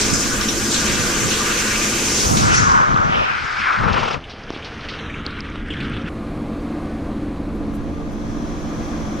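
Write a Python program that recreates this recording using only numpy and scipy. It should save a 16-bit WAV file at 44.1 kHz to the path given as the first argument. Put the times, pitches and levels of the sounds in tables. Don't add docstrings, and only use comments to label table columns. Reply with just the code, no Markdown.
import sys
import numpy as np
from scipy import signal
from scipy.fft import rfft, irfft, next_fast_len
from scipy.io import wavfile
from scipy.ndimage import uniform_filter1d, minimum_filter1d, map_coordinates

SR = 44100
rng = np.random.default_rng(int(sys.argv[2]) if len(sys.argv) > 2 else 0)


def put_to_file(sound):
    columns = np.atleast_2d(sound).T
    safe = np.clip(columns, -1, 1)
    whole_steps = np.round(safe * 32767)
    wavfile.write(sys.argv[1], SR, whole_steps.astype(np.int16))


N = 405708
SIZE = 512
HZ, TIME, _ = signal.stft(np.zeros(N), SR, nperseg=SIZE)

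WET_S = (2.3, 6.08)
WETTING_S = (2.52, 2.66)
BRIDGE_S = 3.62
THICKEN_S = (4.36, 5.8)

# (time [s], port ring [dB], body over ring [dB], low over ring [dB],
# push-pull ring [Hz])
DRENCH_FLOW = [(2.22, -46, -2, 9, 1290), (2.33, -42, 9, 11, 1280), (2.45, -32, -3, -1, 1350),
               (2.55, -28.5, 9, -7, 1400), (2.62, -28, -1, -13, 1340), (2.69, -23, -11, -16, 1090),
               (2.8, -22.5, -13, -14, 1058), (2.87, -28.5, -13, -8, 1300), (3.06, -31, -5, -2, 1270),
               (3.11, -34.5, 8, -1, 1320), (3.17, -32.5, 9.5, 3, 1280), (3.23, -33, 8.5, 3.5, 1260),
               (3.29, -26.5, 1, -14, 1420), (3.56, -27, 1, -11.5, 1420), (3.62, -24, 4.5, -22, 1320),
               (3.66, -18.5, -2.5, -19, 1120), (3.72, -20.5, -1.5, -15.5, 1070), (3.78, -22, -8, -14, 1050),
               (3.83, -24, -2, -7, 1020), (3.87, -22.5, -4, -1, 940), (3.92, -29.5, 8, 3, 900),
               (3.97, -25.5, 8.5, 0.5, 1060), (4.05, -30.5, 10, 4.5, 907), (4.144, -32.5, 12, 2.5, 945),
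               (4.2, -51.5, -1, 15, 1010)]
# (time [s], level [dB])
FILM_FLOW = [(4.17, -48), (4.5, -46), (4.7, -42.5), (5.09, -41.5), (5.3, -40), (5.55, -44), (5.65, -46),
             (5.75, -43), (5.86, -41), (5.93, -42.5), (6.0, -43.5), (6.09, -43.5)]


def amp(db):
    return 10 ** (np.asarray(db) / 20)


def ramp(t, span, ends):
    return np.interp(t, span, ends)


def along(points, hz):
    f, v = np.transpose(points)
    return np.interp(np.log(hz + 1), np.log(f + 1), v)


def curves(rows, t):
    s, level, *rest = np.transpose(rows)
    return [np.interp(t, s, level, -200, -200)] + [np.interp(t, s, c) for c in rest]


def filtered(x, response):
    m = next_fast_len(N + SR // 2)
    return irfft(rfft(x, m) * response(np.fft.rfftfreq(m, 1 / SR)), m)[..., :N]


def muffled(x, top_hz):
    return filtered(x, lambda f: 1 / (1 + (f / top_hz) ** 6))


def lumps(rate, depth_db):
    knots = rng.standard_normal((2, int(N * rate / SR) + 4))
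    at = np.arange(N) * rate / SR
    gain = amp(depth_db * np.array([map_coordinates(k, [at]) for k in knots]))
    return gain / np.sqrt(np.mean(gain ** 2))


def bump(hz, octaves):
    return np.exp(-(np.log2((HZ[:, None] + 1) / hz) / octaves) ** 2)


def step(hz, octaves):
    return np.clip(np.log2((HZ[:, None] + 1) / hz) / octaves, 0, 1)


def over(tone, lo_hz, hi_hz):
    db = along(tone, HZ)[:, None]
    power = np.sum(amp(db[(HZ > lo_hz) & (HZ < hi_hz)]) ** 2)
    return db - 10 * np.log10(power / len(HZ))


def apart(alike):
    c = np.clip(along(alike, HZ), -.95, .98)[:, None]
    return 10 * np.log10((1 - c) / (1 + c))


def rush(mid_db, side_db, lean_db, patchy_db, turn=0):
    mid, side = signal.stft(rng.standard_normal((2, N)), nperseg=SIZE)[2]
    field = uniform_filter1d(rng.standard_normal(mid.shape), size=14, axis=0)
    field = uniform_filter1d(field, size=5, axis=1)
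    gain = amp(mid_db + patchy_db * field / field.std())
    mid, side = mid * gain, side * amp(side_db) * gain
    left = (mid + side) * amp(lean_db / 2) * np.exp(.5j * turn)
    right = (mid - side) * amp(-lean_db / 2) * np.exp(-.5j * turn)
    return signal.istft(np.array([left, right]), nperseg=SIZE)[1][:, :N]


def fan():
    # (time [s], level [dB])
    fan_level = [(0.0, -24.5), (0.33, -25.5), (0.92, -24), (1.61, -28.5), (1.92, -25), (2.56, -33),
                 (3.12, -47), (3.25, -58), (3.43, -44), (3.82, -45), (4.0, -35), (4.15, -45), (4.23, -44.5),
                 (5.53, -36), (5.87, -31), (6.25, -30), (6.4, -28), (8.5, -28.5), (9.2, -27)]
    # (frequency [Hz], density [dB per Hz])
    air_tone = [(12, -35), (22, 10), (90, 4), (135, 1), (185, -8), (240, 1), (330, -9.5), (420, -12),
                (720, -12.5), (1000, -19.5), (1300, -54), (2200, -120)]
    # (frequency [Hz], width [Hz], lift before the turn [dB], lift after [dB])
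    stall_modes = [(77, 4.5, -1, 3.5), (118, 6.1, -3, 7.5), (140, 14, -0.5, -1), (163.3, 12, 8.5, 2),
                   (210.3, 11.3, 11, 6), (224.6, 20.7, 5, 12.5), (259.5, 12, 5.5, 2.5), (284, 7.1, 11.5, 8),
                   (309, 10, -16, 5.5), (313.6, 9.6, 11, 10), (331, 7.1, 5.5, 10), (343, 10.4, 16, 11),
                   (366, 12, 10, 5.5), (388, 13, 1, 5.5), (415, 6.1, 16.5, -14), (411, 12, 1.5, 4),
                   (457, 9, 7, -2), (450, 9.2, 2.5, 14), (480.5, 11, 13, 5.5), (541, 13, 6.5, 8.5),
                   (567, 13, 7.5, 3), (687, 9, 1, 3)]
    # (frequency [Hz], level re air before the turn [dB], level re air after [dB])
    motor_tones = [(75.3, -11.5, -7.5), (119.2, -9, -12), (163.2, -19.5, -9), (208.8, -9.5, -10),
                   (284.6, -21.5, -7.5), (298.4, -42, -12), (313.8, -18, -16), (328, -14.5, -15.5),
                   (347, -16.5, -18.5), (391, -29, -18), (449.4, -18.5, -43)]
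    # (time [s], level [dB])
    deep_swell = [(4.4, -4), (5.0, -0.5), (5.6, 1), (6.1, -6)]
    turn_s = (4.44, 4.73)
    dry_fan_db, deep_base_db = -23, -5
    deep_passes = 0.5
    lean_db = 0.5

    def response(f):
        lift = sum(np.outer(dbs, 1 / (1 + (2 * (f - c) / w) ** 2)) for c, w, *dbs in stall_modes)
        return amp(along(air_tone, f) + lift)

    t = np.arange(N) / SR
    after = ramp(t, turn_s, (0, 1))
    places = filtered(rng.standard_normal((2, 1, N)), response)
    air = places[:, 0] * (1 - after) + places[:, 1] * after
    waver = np.cumsum(rng.standard_normal((len(motor_tones), N // 64 + 2)), axis=1) * 0.0703
    tones = np.zeros(N)
    for (hz, *dbs), w in zip(motor_tones, waver):
        drift = np.interp(t, np.arange(len(w)) * 64 / SR, w)
        tones += amp(ramp(t, turn_s, dbs)) * np.sin(2 * np.pi * hz * t + drift)
    air[0] += tones * air[0].std() * np.sqrt(2)
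    deep = muffled(air, 150)
    db, = curves(fan_level, t)
    deep_db = deep_base_db + deep_passes * (dry_fan_db - db) + np.interp(t, *np.transpose(deep_swell))
    rest = air - deep
    mid, side = amp(db) * (rest + amp(deep_db) * deep) / rest[0].std()
    return np.array([(mid + 0.046 * side) * amp(lean_db / 2), (mid - 0.065 * side) * amp(-lean_db / 2)])


def tiles(x):
    t = np.arange(SR // 4) / SR
    tail = rng.standard_normal(len(t)) * amp(-60 * t / .3)
    wet = signal.fftconvolve(x, tail[None] / np.linalg.norm(tail), axes=1)[:, :N]
    return .9 * x + .5 * filtered(wet, lambda f: 1 / (1 + (f / 2500) ** 2))


def grip():
    # (time [s], level [dB])
    grip_level = [(0, -48), (.25, -33), (2.2, -49), (4.2, -42.5), (7.3, -30.5), (9.2, -34)]
    low = filtered(rng.standard_normal((2, N)), lambda f: f / (f + 14) / (1 + (f / 70) ** 2))
    return amp(curves(grip_level, np.arange(N) / SR)[0]) * amp([[-4], [4]]) * low / low.std()


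def towel():
    # (time [s], rub [dB], fibres over rub [dB])
    rubbing = [(6.08, -41, 1.5), (6.8, -39.5, 2.5), (7.5, -42, 3), (8.1, -43.5, 11.5), (8.3, -41.5, 15.5),
               (8.92, -38.5, 15.5), (9.2, -39.5, 16.5)]
    # (frequency [Hz], density [dB per Hz])
    rub_tone = [(260, -78), (450, -2), (742, -5.5), (886, -12.5), (1060, -4), (1500, -13), (2340, -17),
                (3010, -22.5), (4410, -25.5), (5340, -34), (9910, -36.5), (15200, -54)]
    # (frequency [Hz], left-right likeness [-1..1])
    rub_alike = [(60, 0.13), (120, 0.69), (240, 0.98), (470, 0.49), (940, 0.092), (1870, 0.17),
                 (3720, 0.63), (7400, 0.054), (14700, 0.2)]
    # (frequency [Hz], left over right [dB])
    rub_lean = [(300, -2), (1400, 2.5), (2800, -1), (5600, 1), (11000, -1.5)]
    # (time [s], peak density [dB])
    brushes = [(7.5587, -58), (7.7533, -48), (8.1294, -57)]
    rub_db, fibre_db = curves(rubbing, TIME)
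    case = bump(5940, 0.3) + 0.4 * bump(3330, 0.13) + 0.13 * bump(1300, 0.1)
    case = case + 0.18 * bump(1680, 0.052) + 0.18 * bump(4070, 0.14) + .35 * bump(13500, 0.31)
    power = amp(over(rub_tone, 700, 2800) + rub_db + case * fibre_db) ** 2
    for s, db in brushes:
        power = power + amp(db) ** 2 * bump(10000, 0.86) * np.exp(-((TIME - s) / .012) ** 2)
    return rush(10 * np.log10(power), apart(rub_alike), along(rub_lean, HZ)[:, None], patchy_db=.5)


def wet_hiss():
    hiss_db = (-70, -62)
    db = np.where((TIME > 4.17) & (TIME < WET_S[1]), ramp(TIME, THICKEN_S, hiss_db), -200)
    tone = along([(5000, -30), (7000, 0), (9000, 1), (11000, -7)], HZ)[:, None]
    return rush(db + tone, -54, 0, patchy_db=1.5)


def film():
    # (frequency [Hz], density [dB per Hz])
    film_tone = [(260, -39), (450, 13), (469, -9), (511, 2), (757, 1.5), (836, 0.5), (1510, -4.5),
                 (1850, -2), (2250, -0.5), (2550, -3), (3050, -2.5), (3800, -10.5), (5210, -13),
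                 (6250, -17.5), (7300, -33.5), (13000, -40)]
    # (time [s], frequency [Hz])
    film_ring = [(5.0, 1380), (5.55, 1340), (5.66, 1620), (5.82, 1560), (5.9, 1400), (6.09, 1480)]
    db, = curves(FILM_FLOW, TIME)
    ring_db, low_db = ramp(TIME, THICKEN_S, (6, 12)), ramp(TIME, THICKEN_S, (5.5, -15))
    ring = bump(np.interp(TIME, *np.transpose(film_ring)), 0.34)
    shape = over(film_tone, 1900, 3370) + db + ring * ring_db + bump(700, 0.33) * low_db
    return lumps(40, depth_db=1.36)[0] * rush(shape, -54, 0, patchy_db=1.0)


def gap(x):
    # (time [s], lower edge [Hz], upper edge [Hz], depth [dB])
    film_gap = [(4.95, 5000, 5000, 13), (5.0, 4340, 5500, 13), (5.1, 3850, 5900, 10), (5.2, 3800, 6300, 9),
                (5.26, 4200, 7450, 10), (5.5, 4080, 7350, 5), (5.65, 3480, 7060, 4.5),
                (6.09, 3570, 7400, 4)]
    s, *columns = np.transpose(film_gap)
    lo_hz, hi_hz, depth_db = [np.interp(TIME, s, c, 0, 0) for c in columns]
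    inside = np.clip(np.minimum((HZ[:, None] - lo_hz) / 250, (hi_hz - HZ[:, None]) / 600), 0, 1)
    lip = 0.19 * bump(np.abs(lo_hz - 150) + 1, 0.065)
    bins = signal.stft(x, nperseg=SIZE)[2] * amp(depth_db * (lip - inside))
    return signal.istft(bins, nperseg=SIZE)[1][:, :N]


def grains(count, span, low_hz, octaves, cycles, over_film_db, over_drench_db):
    s, pitch, size = rng.random((count, 3)).T
    s = span[0] + (span[1] - span[0]) * s
    hz = (low_hz * 2 ** (octaves * pitch))[:, None]
    t = np.arange(400) / SR
    flow_db = np.maximum(curves(FILM_FLOW, s)[0] + over_film_db, curves(DRENCH_FLOW, s)[0] + over_drench_db)
    flow_db = flow_db - 3 * np.log(1 - .97 * size)
    life = cycles / hz
    grain = amp(flow_db)[:, None] * t / life * np.exp(1 - t / life) * np.sin(2 * np.pi * hz * t * (1 + 12 * t))
    at = np.round(s * SR).astype(int)[:, None] + np.arange(400)
    return np.bincount(at.ravel(), grain.ravel(), N)[:N]


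def crackle():
    return grains(count=400, span=WET_S, low_hz=2190, octaves=0.91, cycles=0.34, over_film_db=4,
                  over_drench_db=-7)


def droplets():
    return grains(count=1300, span=WET_S, low_hz=1230, octaves=1.74, cycles=1.1, over_film_db=0.5,
                  over_drench_db=-9.0)


def bubbles():
    return grains(count=220, span=WET_S, low_hz=1220, octaves=1.31, cycles=4.4, over_film_db=1.0,
                  over_drench_db=-14.5)


def drips():
    # (time [s], tick [dB], pitch [Hz], slap over tick [dB], knock over tick [dB])
    drip_hits = [(2.918, -26, 3400, -2, -10), (2.943, -24, 4200, 1, -10), (2.96, -22, 3200, -8, -10),
                 (2.976, -25, 3600, -6, -10), (3.048, -34, 6140, -1, -8), (4.338, -38, 3500, 0, 10),
                 (4.437, -33, 5000, -8, 1), (4.5044, -30, 5630, 10, 14), (4.536, -36, 5500, 4, 12),
                 (4.563, -39, 4500, 11, 18), (4.574, -34, 5000, -3, -10), (4.955, -38, 5000, 0, -8),
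                 (5.2648, -13, 4370, -20, -10), (5.406, -20, 4960, -27, -24), (5.5, -42, 6500, -3, -4),
                 (5.686, -47, 8500, -2, 0), (5.705, -38, 4000, 0, 17), (5.737, -36, 5500, -2, -2),
                 (5.8037, -34, 3440, 3, -8), (5.558, -40, 3960, 16, 2), (5.768, -36, 2100, -6, -8),
                 (5.637, -40, 2300, -6, -8), (5.662, -38, 2400, -4, -8), (4.785, -54, 9000, -6, -6),
                 (5.966, -35, 3600, 7, 0), (5.898, -42, 8500, -6, -4)]
    out, t = np.zeros(N + SR), np.arange(SR // 40) / SR

    def ping(db, hz, life_s):
        return amp(db) * t / life_s * np.exp(1 - t / life_s) * np.sin(2 * np.pi * hz * t)

    for s, db, hz, slap_db, knock_db in drip_hits:
        tick = ping(0, hz, .00035)
        slap = ping(slap_db, 2600, .00012) + ping(slap_db + 2, 1100, .0003)
        knock = ping(knock_db, 300, .0011)
        click = ping(-21, 9000, .00006)
        out[round(s * SR):][:len(t)] += amp(db) * (tick - slap + knock + click)
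    return out[:N]


def splashes():
    # (time [s], level [dB], centre [Hz], T60 [s], width [octaves])
    jet_splashes = [(.0094, -18.5, 5870, 0.14, 0.58), (.131, -26, 5100, 0.43, 0.051),
                    (.1344, -18, 6500, 0.2, 0.3), (.2034, -20.5, 6200, 0.17, 0.38),
                    (0.4088, -25, 5540, 0.16, 0.1), (.4088, -25.5, 3420, .2, .4),
                    (.4843, -22, 5660, 0.2, .08), (0.484, -22, 3300, 0.13, 0.34),
                    (0.709, -21.5, 5000, 0.38, 0.6), (0.7332, -19, 6600, .2, 0.31),
                    (0.742, -20.5, 3800, 0.24, 0.3), (0.854, -26, 6100, .3, 0.2),
                    (1.309, -22.5, 3300, 0.43, 0.53), (2.3685, -22.5, 3540, 0.57, 1),
                    (2.5402, -28, 5800, 0.3, 0.74), (2.558, -25, 5700, .12, .3),
                    (2.565, -18, 5670, 0.1, 0.16), (2.571, -18, 6250, 0.081, 0.19),
                    (2.58, -27, 5700, 0.078, 0.15), (3.899, -33, 3300, 0.087, 0.78),
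                    (3.926, -25.5, 3170, 0.097, .97), (3.988, -29, 3380, 0.077, .97),
                    (4.054, -32, 3000, .08, 0.59), (4.129, -28.5, 3180, 0.091, 1),
                    (4.239, -34.5, 2900, 0.12, 0.32), (4.295, -37.5, 3370, 0.28, 0.68),
                    (4.4922, -34, 3300, .05, .3), (4.52, -41, 4400, 0.15, 0.37),
                    (4.544, -32.5, 2620, 0.18, 0.59), (4.6234, -36, 2960, 0.19, 0.27),
                    (4.645, -31.5, 3070, 0.17, 0.79), (4.806, -39.5, 3170, 0.2, .6),
                    (4.885, -29, 3100, 0.22, 0.73), (4.9387, -35, 3020, 0.16, 0.42),
                    (4.9875, -33, 3100, 0.076, 0.39), (5.0576, -33, 2800, .07, 0.45),
                    (5.0973, -33, 2120, .15, .3), (5.1393, -31, 2500, .08, 0.32),
                    (5.251, -36, 4220, 0.16, .6), (5.3048, -33, 3840, 0.12, 0.42),
                    (5.3906, -27.5, 2380, 0.035, 0.23), (5.4275, -48, 2700, 0.042, .4),
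                    (5.5556, -31, 2980, 0.035, 0.43), (5.6605, -40, 2580, 0.036, 0.31),
                    (5.702, -26, 2960, 0.12, 0.23), (5.728, -32, 3300, .06, .2), (5.88, -33, 2700, .04, .3),
                    (5.737, -30, 2600, .07, .6), (5.7668, -33, 3000, 0.095, 0.37),
                    (5.8027, -23, 2600, 0.073, 0.65), (5.825, -33.5, 3200, .2, .4),
                    (5.933, -34, 3100, 0.27, 0.38), (5.966, -33, 3000, 0.11, .5),
                    (6.059, -36, 2900, .06, 0.36), (6.0742, -32, 2680, 0.064, 0.26)]
    rise_s, skirt_db = 0.0011, -28
    dull_db, side_db = (0, -23), (-3.5, -33)
    out, t = np.zeros((2, N + SR)), np.arange(SR // 3) / SR
    f = np.fft.rfftfreq(len(t), 1 / SR) + 1
    top = np.clip(np.log2(f / 5300), 0, 1)
    for s, db, hz, t60, octaves in jet_splashes:
        band = np.exp(-(np.log2(f / hz) / octaves) ** 4 / 2) * amp(top * ramp(s, WETTING_S, dull_db))
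        band = band + amp(skirt_db) * (f > hz) / (1 + (f / 8500) ** 6)
        mid, side = irfft(rfft(rng.standard_normal((2, len(t)))) * band, len(t))
        side = side * amp(side_db[int(s > BRIDGE_S)])
        shape = amp(db - 60 * t / t60) * (1 - np.exp(-t / rise_s)) / mid.std()
        out[:, round(s * SR):][:, :len(t)] += shape * np.array([mid + side, mid - side])
    return lumps(150, depth_db=1.5)[0] * out[:, :N]


def plops():
    # (crest time [s], right-port peak [dB], left swing over right [signed ratio], pitch [Hz])
    fat_drops = [(0.132, -4, 0, 205), (0.259, -22, -1.5, 205), (0.71, -24, 1.5, 205), (0.9, -21, 3, 205),
                 (0.998, -12, 0.5, 205), (1.235, -17, 0, 205), (2.27, -15.5, 1.5, 75),
                 (2.945, -20, 5.5, 170), (3.001, -25, 4, 190), (3.051, -22, -3.5, 110),
                 (3.098, -11, 0.5, 190), (3.805, -17, 1, 110), (3.822, -15, 0, 140), (3.869, -26, -12, 120),
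                 (3.906, -28, -8, 130), (3.922, -31, 10, 75), (3.966, -31, 6, 100), (8.374, -20, -0.5, 204),
                 (8.784, -20, 1.8, 205), (9.003, -30, -3, 205), (9.087, -31, 3, 205)]
    out, t = np.zeros((2, N + SR)), np.arange(-1200, 1200) / SR
    for s, db, left, hz in fat_drops:
        swing = np.exp(-(t * hz / 0.49) ** 2) * np.cos(2 * np.pi * hz * t)
        out[:, round((s + t[0]) * SR):][:, :len(t)] += amp(db) * np.outer([left, 1], swing)
    return out[:, :N]


def thumps():
    # (hold start [s], hold [s], level [dB], left over right [dB])
    slugs = [(0.115, 0.023, -25, -9), (.9, 0.14, -32, -9), (1.24, .03, -29.5, -12), (2.243, .01, -24, 2),
             (2.306, 0.09, -19, -3), (2.41, 0.018, -20, -2), (2.443, 0.072, -19, 1),
             (2.521, .07, -20.5, -1.5), (2.6, .07, -22, 8), (2.698, 0.11, -24, 5.5),
             (2.895, .03, -28.5, 10), (2.935, 0.01, -25.5, 13), (3.0, .01, -27, 8), (3.052, 0.018, -27, 11),
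             (3.097, .01, -27, 8), (3.158, 0.048, -29.5, 14), (3.318, 0.0089, -31, 0),
             (3.425, 0.026, -41.5, 18), (3.602, .02, -34, -4), (3.808, 0.032, -22.5, 2.5),
             (3.865, 0.056, -25.5, 12), (3.96, .01, -28, 13), (4.02, 0.03, -32, 14), (4.151, .01, -29, 9),
             (5.02, 0.16, -32, 0), (5.288, .04, -39, -10), (5.792, 0.25, -26.5, 8.5)]
    # (frequency [Hz], density [dB per Hz])
    thump_tone = [(8.8, -39), (15, -5.5), (108, -1), (157, -2), (224, -4.5), (308, -10), (700, -31),
                  (910, -50), (1540, -120)]
    rise_db_per_s, fall_db_per_s = 246, 247
    t = np.arange(0, N + 64, 64) / SR
    power = 0
    for s, hold, db, lean_db in slugs:
        port_db = db + np.array([[lean_db], [-lean_db]]) / 2
        rise_db = rise_db_per_s * np.maximum(s - t, 0)
        fall_db = fall_db_per_s * np.maximum(t - s - hold, 0)
        power = power + amp(port_db - rise_db - fall_db) ** 2
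    low = filtered(rng.standard_normal((2, N)), lambda f: amp(along(thump_tone, f)))
    level = np.repeat(np.sqrt(power), 64, axis=1)[:, :N]
    return level * lumps(34, depth_db=1.8) * low / low.std()


def upper_ring():
    # (time [s], lift [dB], frequency [Hz])
    second_ring = [(0, -0.5, 2600), (1.25, -1.5, 2900), (1.45, 2, 2800), (1.78, 4, 2400), (2.0, 2, 2400),
                   (2.2, 0.5, 2900), (3.05, 0.5, 3100), (3.13, 1, 3000), (3.27, 6, 2550), (3.45, 4, 2200),
                   (3.62, 6.5, 2250), (3.75, 3.5, 2300), (3.95, 1.5, 2710), (9.2, 0, 2700)]
    lift_db, hz = curves(second_ring, TIME)
    return np.maximum(lift_db, 0) * bump(hz, 0.19)


def spray():
    # (time [s], patter [dB], treble hiss over patter [dB], port ring over patter [dB])
    spray_level = [(0, -24.5, -3, 0), (.18, -31.5, 2.5, 6), (.44, -30, -3.5, 6), (.63, -30.5, -0.5, 2.5),
                   (.91, -27, -3, 3.5), (1.3, -27.5, -3, 4), (1.49, -27, -3.5, 6), (1.96, -27, -2.5, 1),
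                   (2.23, -26.5, 1.5, -4), (2.34, -36, 6.5, -5), (2.5, -34, 1.5, 1), (2.56, -31, 6, -9),
                   (2.62, -37, 6, 0), (2.82, -36, -9.5, 8), (3.0, -41.5, -10, 11), (3.15, -57, 5, 6)]
    # (frequency [Hz], density [dB per Hz])
    spray_tone = [(240, -10.5), (400, -1), (661, -15.5), (1110, -7.5), (1200, -5.5), (1310, -11),
                  (1440, -4), (1800, -8), (2370, -6.5), (4100, -9), (6190, -2), (7540, -8.5), (11400, -26),
                  (13400, -24.5), (15200, -35)]
    # (frequency [Hz], left-right likeness [-1..1])
    spray_alike = [(60, 0.5), (110, 0.73), (200, 0.8), (380, 0.99), (690, 0.2), (1280, 0.36), (2350, 0.5),
                   (4340, 0.74), (6500, 0.087), (9000, -0.2), (14700, 0.3)]
    # (frequency [Hz], left over right [dB])
    spray_lean = [(60, -7), (180, -3), (540, -2), (1630, 2.5), (4900, -4), (7500, -2.5), (10000, -8.5),
                  (14700, -2)]
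    # (time [s], level [dB])
    spray_top = [(0, -27), (2.36, -25), (2.6, -47.5), (2.9, -68), (3.15, -86)]
    patter_db, hiss_db, ring_db = curves(spray_level, TIME)
    top_db, = curves(spray_top, TIME)
    treble_lean_db = ramp(TIME, WETTING_S, (4, 16))
    top, treble = step(6050, 1.0), step(2970, 0.79)
    shape = over(spray_tone, 2000, 4530) + (1 - top) * patter_db + (treble - top) * hiss_db + top * top_db
    shape = shape + bump(1350, 0.52) * ring_db + upper_ring()
    lean_db = along(spray_lean, HZ)[:, None] + treble * treble_lean_db
    return rush(shape, apart(spray_alike), lean_db, patchy_db=1.36)


def drench():
    # (frequency [Hz], density [dB per Hz])
    drench_tone = [(180, -45), (300, -14), (380, 0.5), (714, -1), (1000, 0.5), (1500, 1), (1900, -4.5),
                   (2480, -8), (4450, -20.5), (5290, -19), (6500, -29.5), (7850, -37), (13000, -60)]
    # (time [s], frequency [Hz], width [octaves])
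    shared_ring = [(2.4, 1380, .2), (2.65, 1400, .25), (2.8, 1420, 0.28), (2.95, 1400, .2),
                   (3.1, 1300, 0.18), (3.4, 1490, 0.23), (3.65, 1400, 0.24), (3.8, 1360, .25),
                   (3.92, 1250, 0.26), (4.15, 1250, .3)]
    # (time [s], level [dB])
    fizz_level = [(2.8, -45), (2.92, -54), (3.196, -41.5), (3.598, -37), (3.938, -42), (3.992, -37.5),
                  (4.114, -37), (4.2, -49)]
    join_s = (3.2, 3.4)
    gurgle_s, gurgle_db = (3.8, 3.88), (.5, 2)
    ring_db, body_db, low_db, ring_hz = curves(DRENCH_FLOW, TIME)
    s, *columns = np.transpose(shared_ring)
    shared = bump(*[np.interp(TIME, s, c) for c in columns])
    high, fizz = step(1540, 0.9), step(3060, 0.53)
    shape = over(drench_tone, 800, 3500) + ring_db + high * body_db + bump(540, 1.0) * low_db
    shape = shape + 5.5 * shared + upper_ring()
    fizz_db = np.interp(TIME, *np.transpose(fizz_level)) + np.minimum(ring_db + 38, 0)
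    shape = (1 - fizz) * shape + fizz * (over(drench_tone, 3460, 7000) + fizz_db)

    side_db = ramp(TIME, join_s, (10, -2.5)) + 8 * (bump(ring_hz, 0.24) - shared) + 7 * bump(786, 0.67)
    side_db = side_db - high * ramp(TIME, join_s, (3, 7)) - fizz * ramp(TIME, join_s, (3, -1.5))
    side_db = side_db - step(1730, .3) * np.where(TIME > BRIDGE_S, 33, 0)
    lean_db = ramp(TIME, join_s, (1, 4)) * (1 - high)
    turn = ramp(TIME, join_s, (2.36, 0.025)) * np.minimum(HZ[:, None] / 4000, 1) ** 1.32
    gulps = lumps(110, depth_db=ramp(np.arange(N) / SR, gurgle_s, gurgle_db))[0]
    return gulps * rush(shape, side_db, lean_db, patchy_db=1, turn=turn)


def scene():
    small_grains = muffled(droplets() + bubbles() + crackle(), 5800)
    wet = gap(film() + splashes() + small_grains) + drench() + wet_hiss() + drips()
    dull = filtered(wet, lambda f: 1 / (1 + (f / 11400) ** 16))
    filled = ramp(np.arange(N) / SR, WETTING_S, (0, 1))
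    at_ports = wet * (1 - filled) + dull * filled
    return fan() + tiles(spray() + towel()) + thumps() + plops() + grip() + at_ports


def record(dry):
    # (time [s], share of the side signal [0..1])
    side_share = [(0, 1), (4.16, 0.92), (4.21, 0.00079), (7.35, 0), (7.6, 0.42), (8.1, 0.95), (9.2, 1)]
    mid = (dry[0] + dry[1]) / 2
    side = (dry[0] - dry[1]) / 2 * np.interp(np.arange(N) / SR, *np.transpose(side_share))
    pair = np.array([mid + side, mid - side])
    need = np.minimum(1, .85 / (np.abs(pair).max(axis=0) + 1e-9))
    gain = uniform_filter1d(minimum_filter1d(need, size=801), size=400)
    return filtered(pair * gain, lambda hz: hz < 15300)


dry = scene()
out = record(dry)
put_to_file(out)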